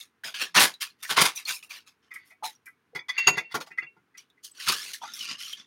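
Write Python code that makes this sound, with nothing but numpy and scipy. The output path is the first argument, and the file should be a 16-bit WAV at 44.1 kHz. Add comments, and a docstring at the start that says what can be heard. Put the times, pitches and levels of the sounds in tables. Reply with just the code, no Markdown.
"""A sheet of thin paper rustles as it is gripped and bent, and is torn along a metal ruler in two short pulls.
The sheet is laid aside, things slide and bump on the table, and the ruler rattles down into a ringing glass jar.
Last, the loose sheet is swept round and slid across the table; a faint hush lies under it all in a small, dry room.
Paper is made of tiny random clicks, rubbing noise and short chirps, shaped by strokes of the hand.
Ruler, jar and table are sets of dying tones, with puffs of noise for the clacks and thuds."""
import sys
import numpy as np
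from scipy import signal
from scipy.fft import rfft, irfft
from scipy.io import wavfile
from scipy.ndimage import uniform_filter1d

SR = 44100
rng = np.random.default_rng(int(sys.argv[2]) if len(sys.argv) > 2 else 0)


def master_out(mix):
    """Clip the mix to full scale and print it as 16-bit PCM to the path in sys.argv[1]."""
    frames = np.transpose(np.atleast_2d(mix))
    ceiling = np.clip(frames, -1, 1)
    pcm = np.round(ceiling * 32767).astype(np.int16)
    wavfile.write(sys.argv[1], SR, pcm)


N = 249606  # length of the scene in samples

# Levels in the tables are starting points: each layer adds its own trim in dB.
# "t60" is the time a sound takes to fall by 60 dB.

# colour of the faint background hush: (frequency [Hz], level per Hz [dB])
HUSH_COLOUR = [(18, -80), (30, -49), (86, -7.5), (121, -8.5), (287, -4.5), (319, -8), (461, -7.5),
               (526, -20), (1540, -11.5), (4780, -28.5), (16000, -37)]
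# strokes that grip, bend and lay aside the sheet:
# (start [s], rise [s], hold [s], crackle [dB], flapping re crackle [dB], fibre fizz re crackle [dB])
RUSTLE_STROKES = [(0.0, 0.001, 0.02, -48, -28, -4), (0.234, 0.0097, 0.044, -34.5, -20, -13),
                  (0.338, 0.0056, 0.034, -33, -36, -19.5), (0.372, 0.047, 0.0057, -23.5, -24, -14.5),
                  (0.799, 0.019, 0.0079, -27, -49, -8.5), (0.975, 0.032, 0.011, -60, -24, -11),
                  (1.021, 0.0091, 0.0064, -37.5, -30, -3.5), (1.060, 0.02, .015, -48, -25.5, -2.5),
                  (1.345, .012, .01, -46.5, -41, 3.5), (1.365, 0.0085, 0.021, -37, -54, -10.5),
                  (1.448, 0.044, 0.015, -26.5, -29, -10), (1.490, 0.018, 0.054, -40.5, -44, -1.5),
                  (1.620, 0.017, 0.0027, -51, -19, -3), (1.688, 0.014, 0.074, -41, -30, -13.5),
                  (1.855, 0.019, 0.0045, -51, -26, -10), (2.425, 0.023, .015, -34, -25.5, -7)]
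# colour of the rustling: (frequency [Hz], level per Hz [dB])
RUSTLE_COLOUR = [(35, -63.5), (60, -45.5), (146, -22), (315, -24), (1220, -6), (1340, -6), (1470, -6.5),
                 (1780, -2), (2650, 4.5), (2900, 0.5), (3580, 1.5), (5210, -3.5), (7570, -15), (10800, -16),
                 (16000, -24)]
# creases that snap over: (time [s], level [dB], centre pitch [Hz])
CREASE_SNAPS = [(0.01, -28.5, 3580), (0.236, -27.5, 1670), (0.35, -26, 3230), (0.549, -20, 1300),
                (0.575, -1, 2670), (0.606, -12, 3990), (0.739, -29, 3920), (0.902, -44.5, 4200),
                (1.034, -26, 2330), (1.05, -23, 1790), (1.176, -9.5, 1053), (1.184, -9, 2030),
                (1.358, -24.5, 6030), (1.371, -23, 5800), (1.452, -25, 4330), (1.553, -30, 5340),
                (1.627, -30, 2620), (1.706, -25, 2370), (2.551, -48, 5670), (2.659, -48, 5420),
                (4.179, -31.5, 5830), (4.3, -49, 3630), (4.513, -36, 7980), (4.599, -26.5, 1875),
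                (4.687, -12.5, 4550), (4.72, -16.5, 1645), (4.943, -30.5, 1790), (5.136, -24.5, 5460),
                (5.53, -20, 3170)]
# pulls that rip the sheet:
# (start [s], rise [s], hold [s], crackle [dB], flapping re crackle [dB], fibre fizz re crackle [dB])
TEAR_STROKES = [(0.541, .010, 0.012, -21, -24.5, -12.5), (0.548, 0.02, 0.015, -14.5, -14, -15),
                (0.585, 0.014, 0.043, -16.5, -15, -4.5), (1.080, 0.027, 0.0046, -23.5, -16.5, -9),
                (1.158, 0.015, 0.025, -17.5, -14, -17), (1.195, 0.021, 0.0041, -16, -12.5, -5),
                (1.250, 0.0027, 0.0042, -19.5, -19, -6.5)]
# colour of the tearing: (frequency [Hz], level per Hz [dB])
TEAR_COLOUR = [(35, -57.5), (60, -37), (156, -12.5), (233, -16), (621, -12), (682, -17), (749, -7.5),
               (1440, -1.5), (1580, 0), (3940, -2.5), (5720, -7), (6280, -10), (7750, -11.5), (10300, -11),
               (16000, -21)]
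# ruler and sheet slide over the table:
# (start [s], rise [s], hold [s], crackle [dB], flapping re crackle [dB], fibre fizz re crackle [dB])
SLIDE_STROKES = [(2.015, .015, 0.047, -73, -5.5, -19.5), (2.136, 0.0031, 0.0036, -55.5, -11, 5),
                 (2.235, 0.026, 0.053, -74.5, -6, 8), (2.493, .004, 0.003, -62.5, -26, 6),
                 (2.656, 0.0022, 0.0027, -70, -18, 16.5), (5.000, 0.027, .1, -46.5, -18.5, -16.5),
                 (5.130, .01, 0.11, -45.5, -23.5, -3), (5.180, 0.016, 0.073, -37, -27, -34),
                 (5.265, 0.026, 0.038, -35.5, -18, -24), (5.370, 0.031, 0.13, -40, -30.5, -11.5),
                 (5.560, 0.015, 0.032, -49, -18, -26)]
# colour of the sliding: (frequency [Hz], level per Hz [dB])
SLIDE_COLOUR = [(35, -63), (60, -72), (91, -39.5), (238, -29.5), (448, -43.5), (862, -36), (1170, -17.5),
                (1950, -2), (2470, 5), (3340, 2.5), (3670, 6), (5590, 3.5), (7750, -1.5), (11300, 4),
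                (16000, -7)]
# main resonance of the air gap under the sliding sheet: (time [s], frequency [Hz])
GAP_PITCH = [(5.0, 3060), (5.08, 3750), (5.17, 3430), (5.25, 2720), (5.36, 2900), (5.45, 3110),
             (5.53, 3300), (5.66, 3430)]
# resonances of that gap: (factor on the main resonance [ratio], level [dB])
GAP_MODES = [(.4, -1.5), (1, 4.5), (1.75, 1)]
# the ruler knocks against things: (time [s], ring [dB], upper modes [dB], clack [dB],
# thud through the table [dB], pitch favoured by the point of contact [Hz])
RULER_KNOCKS = [(2.106, -28.5, -43.5, -67, -71, 2086), (2.151, -25.5, -57, -75, -78, 2125),
                (2.302, -37, -63, -71, -83, 2090), (2.658, -33.5, -68, -77, -73, 2367),
                (2.671, -36, -80, -82, -86, 1578), (2.949, -20.5, -26.5, -46.5, -39.5, 2100),
                (2.984, -31.5, -31, -73, -61.5, 2030), (3.084, -18.5, -13.5, -44.5, -68, 1995),
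                (3.158, -27, -35, -80, -65, 2120), (3.176, -17.5, -25.5, -42, -58, 2370),
                (3.269, -11.5, -39.5, -26, -23, 2760), (3.324, -35, -46, -58, -38.5, 2000),
                (3.37, -14.5, -19.5, -40.5, -35, 1990), (3.511, -40, -30.5, -53, -71, 2000),
                (3.542, -19, -54, -34.5, -25, 1140), (3.602, -42, -32, -43, -62, 4500),
                (3.662, -58, -66, -56.5, -74, 4700), (3.705, -31.5, -68, -68, -57.5, 1845),
                (3.775, -18, -45, -56.5, -56, 2000), (3.821, -26, -40.5, -74, -51, 2008),
                (3.964, -56, -82.5, -85, -58, 1400), (4.142, -41.5, -59, -80, -81.5, 2000),
                (4.371, -53, -77, -89, -86, 2070)]
# ringing modes of the free ruler, before detuning and grip: (frequency [Hz], level [dB], t60 [s])
RULER_MODES = [(1097, -22, 0.11), (1313, -14, 0.13), (1648, -7.5, 0.081), (1946, -1, 0.088),
               (2026, -0.5, 0.11), (2240, -10.5, 0.22), (2470, -12, 0.16), (3493, -7, 0.099),
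               (4530, -6, 0.037), (5100, -19.5, .08), (6220, -22.5, 0.1)]
# colour of a clack: (frequency [Hz], level per Hz [dB])
CLACK_COLOUR = [(300, -36), (700, -1.5), (1300, 7.5), (2500, 0), (5000, 1), (7000, -4.5), (11000, -11.5),
                (16000, -16.5)]
# colour of a thud: (frequency [Hz], level per Hz [dB])
THUD_COLOUR = [(30, -40), (70, -42), (110, -8.5), (160, 8), (240, 2.5), (390, -0.5), (600, -5),
               (1000, -5.5), (3000, -63)]
# modes of the table top under a knock: (frequency [Hz], level [dB], t60 [s])
TABLE_MODES = [(160, -10.5, .12), (337.6, -2.5, 0.11), (406.4, -2, 0.078), (742, -7, .1),
               (892, -6.5, 0.066), (1068, -6, 0.081), (1415, -5, 0.12)]
# the ruler scrapes over the table and down inside the jar: (start [s], rise [s], hold [s], level [dB])
SCRAPE_STROKES = [(2.15, 0.054, 0.077, -62.5), (3.082, 0.12, 0.066, -37.5), (3.305, .05, 0.029, -43),
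                  (3.49, 0.026, 0.033, -49.5)]
# hollow bumps of things on the table: (time [s], level [dB], pitch [Hz])
TABLE_BUMPS = [(2.313, -66.5, 740), (2.425, -36.5, 867), (2.435, -31.5, 852), (2.931, -55.5, 535),
               (3.608, -49, 548), (3.672, -54, 801), (5.016, -41.5, 895), (5.03, -41, 843),
               (5.036, -44, 1340), (5.075, -48, 1414)]
# modes of one bump: (factor on its pitch [ratio], level [dB], t60 [s])
HOLLOW_MODES = [(.89, 4, .1), (1, 6, 0.12), (1.12, -1, .08), (1.42, -3, 0.059)]
# the ruler touches the glass:
# (time [s], ring [dB], hardness [dB per octave], time the ring takes to build [s])
GLASS_TOUCHES = [(3.179, -20, -4, 0.0026), (3.201, -16.5, -25, 0.0068), (3.238, -23.5, -13, 0.014),
                 (3.272, -10, 1, 0.00092), (3.324, -24.5, -3, 0.012), (3.379, -31, -6, .004),
                 (3.442, -28, -37, 0.042), (3.722, -51.5, -35, .012), (3.818, -40, -26, 0.0057),
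                 (3.865, -38.5, -32, 0.011)]
# ringing modes of the jar: (frequency [Hz], level [dB], t60 [s])
JAR_MODES = [(400, -23, 0.13), (2727, 0.5, 0.13), (4650, -9, 0.055), (4910, -26, 0.1), (6660, -5, 0.095),
             (6850, -22, 0.14), (9700, -38.5, .09)]
# strokes that sweep the sheet round:
# (start [s], rise [s], hold [s], crackle [dB], flapping re crackle [dB], fibre fizz re crackle [dB])
SWEEP_STROKES = [(4.168, 0.0087, .015, -48.5, -33.5, -15.5), (4.425, 0.023, .005, -53.5, -22, 4.5),
                 (4.520, 0.054, 0.026, -51.5, -16, -10.5), (4.590, 0.0097, 0.16, -37.5, -33, -14),
                 (4.655, 0.017, 0.012, -26, -14, -15), (4.681, 0.0053, .008, -21.5, -13, -11.5),
                 (4.700, 0.024, 0.011, -29.5, -14, -9.5), (4.750, 0.018, 0.15, -38, -23, -10),
                 (4.930, 0.005, 0.0031, -39.5, -40, -4)]
# colour of the sweeping: (frequency [Hz], level per Hz [dB])
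SWEEP_COLOUR = [(35, -51), (60, -32), (146, -25), (315, -23), (469, -20.5), (682, -22), (1150, 2),
                (1750, 11), (2410, 13), (2970, 18.5), (3760, 12), (4420, 10.5), (7570, -15.5), (9570, -17),
                (14900, -26), (16000, -27)]
# colour of the table top and microphone: (centre [Hz], width [Hz], level [dB])
TABLE_AND_MIC_COLOUR = [(171, 6, 2), (202.2, 19, -1.5), (640, 15, -2.5), (1040, 160, 2), (7650, 550, -6)]

HUSH_DB = -73
SAG_DB_PER_S, RELEASE_DB_PER_S = 41, 390.5  # fall while a stroke is held, and after it
FLAP_LAG_S, FIZZ_RELEASE_DB_PER_S = .006, 459  # the whole sheet follows late; the finest fibres stop first
GRIP = 0.87  # share of its ring time that the hand leaves the ruler
SEAT_S, EDGE_DB, EDGE_CLACK_DB = .007, -11.5, -4.5  # an edge meets first, full landing comes SEAT_S later
FRAME = 512  # samples in one short slice of spectrum
FRAME_HZ = np.fft.rfftfreq(FRAME, 1 / SR)
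AGE = np.arange(SR // 2) / SR  # seconds since a sound began


def amp(db):
    """Turns decibels into a plain multiplier."""
    return 10 ** (np.asarray(db) / 20)


def evened(x):
    """Scales x to unit power."""
    return x / np.sqrt(np.mean(abs(x) ** 2) + 1e-20)


def read(points, hz):
    """Reads a colour curve at any frequency, with straight lines over log frequency."""
    f, value = np.transpose(points)
    return np.interp(np.log(hz + 1), np.log(f), value)


def add(mix, s, sound):
    """Adds a sound to the mix from time s, cut off at the end of the mix."""
    part = mix[max(round(s * SR), 0):][:len(sound)]
    part += sound[:len(part)]


def tinted(x, colour):
    """Multiplies the spectrum of x by a colour curve, then sets unit power."""
    gain = amp(read(colour, np.fft.rfftfreq(len(x), 1 / SR)))
    return evened(irfft(rfft(x) * gain, len(x)))


def band(x, lo_hz, hi_hz):
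    """Keeps one band of x, its power held steady over a few hundredths of a second."""
    sos = signal.butter(4, [lo_hz, hi_hz], "band", fs=SR, output="sos")
    y = signal.sosfilt(sos, x)
    return y / np.sqrt(uniform_filter1d(y ** 2, size=1500) + 1e-12)


def stroke(rise, hold, release_db_per_s):
    """Loudness of one stroke of the hand: it swells, sags while held, and dies away."""
    sag_db = SAG_DB_PER_S * np.clip(AGE - rise, 0, hold)
    release_db = release_db_per_s * np.maximum(AGE - rise - hold, 0)
    return np.minimum(AGE / rise, 1) ** 2 * amp(-(sag_db + release_db))


def burst(colour, rise, t60, ripple_db):
    """A puff of dense contacts that swells and dies, with chance resonances of its own."""
    spectrum = rfft(rng.standard_normal(len(AGE)))
    ripple = evened(uniform_filter1d(rng.standard_normal(len(spectrum)), size=140))
    noise = irfft(spectrum * amp(ripple_db * np.clip(ripple, -2, 2)), len(AGE))
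    return tinted(noise, colour) * (1 - np.exp(-AGE / rise)) * amp(-60 * AGE / t60)


def ring(modes, mode_db, rise, flutter, flutter_hz):
    """Dying tones; reflections and rattling contact make each one flutter."""
    hz, db, t60 = np.transpose(modes)[:, :, None]
    knots = np.arange(256) / flutter_hz
    wobbles = rng.standard_normal((len(modes), 2, len(knots)))
    drift = np.array([np.interp(AGE, knots, a + 1j * b) for a, b in wobbles])
    tones = np.exp(2j * np.pi * (hz * AGE + rng.random(hz.shape)))  # random starting phase
    tones = tones * (1 + flutter * drift) / np.sqrt(1 + flutter ** 2)
    decay = amp(db + mode_db[:, None] - 60 * AGE / t60)
    return (tones.real * decay).sum(0) * (1 - np.exp(-AGE / rise))


def hush():
    """Steady coloured noise: the quiet background of the room."""
    return amp(HUSH_DB) * tinted(rng.standard_normal(N), HUSH_COLOUR)


def crinkles(per_s, t60, spread_db):
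    """Small facets of the sheet buckle, each ringing briefly at a pitch of its own."""
    out, t = np.zeros(N), AGE[:SR // 15]
    gaps, pitches, sizes = rng.random((3000, 3)).T
    times = np.cumsum(2 * gaps / per_s)
    pitches_hz = 1200 * 7.5 ** pitches  # 1200 to 9000 Hz
    for s, hz, size in zip(times, pitches_hz, sizes):
        if s < N / SR:
            add(out, s, amp(spread_db * size - 60 * t / t60) * np.sin(2 * np.pi * hz * t))
    return evened(out)


def fibres(per_s, spread_db, rub, patchy_db, crinkle, glance):
    """Fibres break as clicks of uneven size, facets crinkle, and the bending sheet adds drifting resonances."""
    signs = rng.choice([-1., 1.], N)
    sizes = amp(spread_db * np.minimum(rng.exponential(1, N), 4))
    clicks = signs * sizes * (rng.random(N) < per_s / SR)
    rubbing = rub * rng.standard_normal(N)
    source = evened(clicks) + rubbing + crinkle * crinkles(per_s=170, t60=.05, spread_db=15)
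    z = signal.stft(source, nperseg=FRAME)[2]
    # patches of pitch and time come out louder or softer by chance
    patches = uniform_filter1d(rng.standard_normal(z.shape), size=4, axis=0)
    patches = evened(uniform_filter1d(patches, size=10, axis=1))
    # sound glancing off the table arrives a little late; the delay wanders as the sheet moves
    knots = np.arange(0, z.shape[1] + 30, 30)
    delay_s = np.interp(np.arange(z.shape[1]), knots, rng.uniform(0.00036, 0.000903, len(knots)))
    comb = 1 + glance * np.exp(-2j * np.pi * FRAME_HZ[:, None] * delay_s)
    return signal.istft(z * comb * amp(patchy_db * patches))[1][:N]


def paper(strokes, colour, grain, crackle_db, flap_db, fizz_db):
    """Each stroke drives the crackle, the low flapping of the sheet and the fizz of the finest fibres."""
    grain = tinted(grain, colour)
    flap, crackle, fizz = band(grain, 50, 700), band(grain, 700, 7000), band(grain, 7000, 16500)
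    crackle_power, flap_power, fizz_power = power = np.zeros((3, N))
    for start, rise, hold, level, low, high in strokes:
        shape = stroke(rise, hold, RELEASE_DB_PER_S)
        fizz_shape = stroke(rise, hold, FIZZ_RELEASE_DB_PER_S)
        add(crackle_power, start, (amp(level + crackle_db) * shape) ** 2)
        add(flap_power, start + FLAP_LAG_S, (amp(level + low + flap_db) * shape) ** 2)
        add(fizz_power, start, (amp(level + high + fizz_db) * fizz_shape) ** 2)
    return (np.sqrt(power) * [crackle, flap, fizz]).sum(0)


def rustling():
    """Gripping and bending: clicks of fibres with many ringing facets."""
    grain = fibres(per_s=3300, spread_db=3.0, rub=0.15, patchy_db=3.06, crinkle=.36, glance=0.3)
    return paper(RUSTLE_STROKES, RUSTLE_COLOUR, grain, crackle_db=-3, flap_db=0.5, fizz_db=1.5)


def snaps(crack_db, t60, ring_db, ring_t60):
    """A crease flips over with a short, broad crack and rings its patch of paper."""
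    out = np.zeros(N)
    for s, db, hz in CREASE_SNAPS:
        colour = [(hz / 8, -35), (hz / 2, -13), (hz, 0), (hz * 2, -6), (hz * 5, -16)]
        crack = burst(colour, rise=0.00025, t60=t60, ripple_db=3.5)
        add(out, s, amp(db + crack_db) * crack)
        patch = [(hz, ring_db, ring_t60)]
        add(out, s, ring(patch, np.array([db]), rise=0.0028, flutter=3.4, flutter_hz=430))
    return out


def tearing():
    """Ripping: a dense run of breaking fibres, with little crinkling."""
    grain = fibres(per_s=2600, spread_db=2.0, rub=0.28, patchy_db=1.4, crinkle=0.062, glance=0.15)
    return paper(TEAR_STROKES, TEAR_COLOUR, grain, crackle_db=-1, flap_db=0, fizz_db=-0.5)


def resonate(x, hz, width_hz):
    """A resonance of gain 1 that follows the curve hz."""
    turn = np.exp(2j * np.pi * np.cumsum(hz) / SR)
    r = np.exp(-np.pi * width_hz / SR)
    # shift the pitch down to zero, smooth, and shift it back
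    return 2 * (turn * signal.lfilter([1 - r], [1, -r], x / turn)).real


def air_gap(x, width_hz):
    """The gap under the sheet opens and closes, so its resonances glide together."""
    main_hz = np.interp(np.arange(N) / SR, *np.transpose(GAP_PITCH))
    out = x.copy()
    for factor, db in GAP_MODES:
        hz = factor * main_hz
        out += amp(db) * resonate(resonate(x, hz, width_hz), hz, width_hz)
    return out


def sliding():
    """Sliding over the table: strong rubbing noise coloured by the air gap."""
    grain = fibres(per_s=1800, spread_db=5.5, rub=1.0, patchy_db=0.0, crinkle=0.63, glance=0.11)
    rubbing = air_gap(grain, width_hz=560)
    return paper(SLIDE_STROKES, SLIDE_COLOUR, rubbing, crackle_db=1, flap_db=6, fizz_db=0)


def ruler(ring_db, upper_db, clack_db, thud_db, table_db, contact_db, focus_db, uneven_db, detune):
    """Each knock rings the ruler and clacks twice, edge first, and thuds through the table."""
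    out = np.zeros(N)
    hz, db, t60 = np.transpose(RULER_MODES)
    for s, low, high, clack, thud, contact_hz in RULER_KNOCKS:
        # grip and point of contact shift the modes and share out the energy anew
        shift, share = rng.uniform(-1.2, 1, (2, len(hz)))
        modes = np.transpose([hz * (1 + detune * shift), db + uneven_db * share, t60 * GRIP])
        contact = [(contact_hz, contact_db, .055)]
        # below 3000 Hz, modes far from the contact pitch ring less
        favour_db = -focus_db * abs(np.log2(hz / contact_hz))
        drive_db = np.where(hz > 3000, high + upper_db, low + ring_db + favour_db)
        for at, landing_db, landing_clack_db in [(s, EDGE_DB, EDGE_CLACK_DB), (s + SEAT_S, 0, 0)]:
            add(out, at, ring(modes, drive_db + landing_db, rise=.004, flutter=1.0, flutter_hz=167))
            contact_level = np.array([low + landing_db])
            add(out, at, ring(contact, contact_level, rise=0.0013, flutter=0.39, flutter_hz=234))
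            clack_noise = burst(CLACK_COLOUR, rise=0.0033, t60=0.078, ripple_db=4.0)
            add(out, at, amp(clack + clack_db + landing_clack_db) * clack_noise)
        add(out, s, amp(thud + thud_db) * burst(THUD_COLOUR, rise=0.012, t60=0.18, ripple_db=4.5))
        table_level = np.full(len(TABLE_MODES), thud + table_db)
        add(out, s, ring(TABLE_MODES, table_level, rise=.006, flutter=.94, flutter_hz=130))
    return out


def scrape(per_s, width_hz, release_db_per_s):
    """Tiny slips of the ruler's edge keep its modes stirred."""
    slips = rng.standard_normal(N) * (rng.random(N) < per_s / SR)
    body, pressure = np.zeros((2, N))
    for hz, db, _ in RULER_MODES:
        b, a = signal.iirpeak(hz, hz / width_hz, SR)
        body += amp(db) * signal.lfilter(b, a, signal.lfilter(b, a, slips))
    for start, rise, hold, db in SCRAPE_STROKES:
        add(pressure, start, amp(db) * stroke(rise, hold, release_db_per_s))
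    return evened(body) * pressure


def bumps(level_db):
    """The table top and the things on it answer a bump with a short hollow note."""
    out = np.zeros(N)
    for s, db, hz in TABLE_BUMPS:
        modes = np.array(HOLLOW_MODES) * [hz, 1, 1]
        bump_db = np.full(len(modes), db + level_db)
        add(out, s, ring(modes, bump_db, rise=0.0027, flutter=0.99, flutter_hz=127.5))
    return out


def jar(level_db, flutter, flutter_hz):
    """Touches add energy to the ringing glass; harder ones wake more modes, grazing ones build slowly."""
    out, t = np.zeros(N), np.arange(N) / SR
    knots = np.arange(2048) / flutter_hz
    main_hz = JAR_MODES[1][0]
    for hz, mode_db, t60 in JAR_MODES:
        energy = np.zeros(N)
        for s, db, hardness, rise in GLASS_TOUCHES:
            # hardness counts per octave away from the main mode, up or down
            touch_db = db + mode_db + hardness * abs(np.log2(hz / main_hz))
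            add(energy, s, (amp(touch_db - 60 * AGE / t60) * (1 - np.exp(-AGE / rise))) ** 2)
        a, b = rng.standard_normal((2, len(knots)))
        drift = np.interp(t, knots, a + 1j * b)
        tone = np.exp(2j * np.pi * hz * t) * (1 + flutter * drift)
        out += np.sqrt(energy) * tone.real
    return amp(level_db) * out


def sweeping():
    """Sweeping the sheet round: sparser clicks with more rubbing and crinkling than the tearing."""
    grain = fibres(per_s=2500, spread_db=4, rub=0.59, patchy_db=0, crinkle=0.38, glance=0.36)
    return paper(SWEEP_STROKES, SWEEP_COLOUR, grain, crackle_db=-4.5, flap_db=3.5, fizz_db=8)


def room(x, wet_db, t60):
    """Sparse reflections from the table and near walls."""
    signs = rng.choice([-1., 1.], len(AGE))
    present = (rng.random(len(AGE)) < 2000 / SR) * (AGE > .002)  # about 2000 echoes a second
    taps = signs * present * amp(-60 * AGE / t60)
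    return x + amp(wet_db) * signal.fftconvolve(x, taps / np.linalg.norm(taps))[:N]


def scene():
    """Paper, ruler and jar on the table, in a small, quiet room."""
    sheet = rustling() + snaps(crack_db=-14.5, t60=.03, ring_db=-3.0, ring_t60=0.053)
    sheet += tearing() + sliding() + sweeping()
    things = ruler(ring_db=-6.0, upper_db=-1.0, clack_db=11.5, thud_db=-3.5, table_db=3,
                   contact_db=-5.5, focus_db=6, uneven_db=3.0, detune=0.019)
    things += scrape(per_s=2500, width_hz=300, release_db_per_s=255.5)
    things += bumps(level_db=0.5)
    things += jar(level_db=3.5, flutter=0.203, flutter_hz=120.7)
    mix = hush() + room(sheet, wet_db=-13, t60=0.11) + room(things, wet_db=-8.5, t60=0.053)
    return mix[None]


def record(dry):
    """The colour of table and microphone, a gentle bass cut, rounded peaks, then the band limit."""
    hz = np.fft.rfftfreq(N, 1 / SR)
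    colour_db = sum(db * np.exp(-((hz - centre) / width) ** 2) for centre, width, db in TABLE_AND_MIC_COLOUR)
    bass_hz, edge_hz = 48, 16100
    bass_cut = hz ** 2 / np.hypot(hz ** 2, bass_hz ** 2)
    coloured = irfft(rfft(dry) * amp(colour_db) * bass_cut, N)
    rounded = coloured / (1 + (coloured / .9) ** 8) ** (1 / 8)  # peaks stay below 0.9
    low_pass = signal.firwin(401, edge_hz, window=("kaiser", 9), fs=SR)
    return signal.oaconvolve(rounded, low_pass[None], "same")


dry = scene()
out = record(dry)
master_out(out)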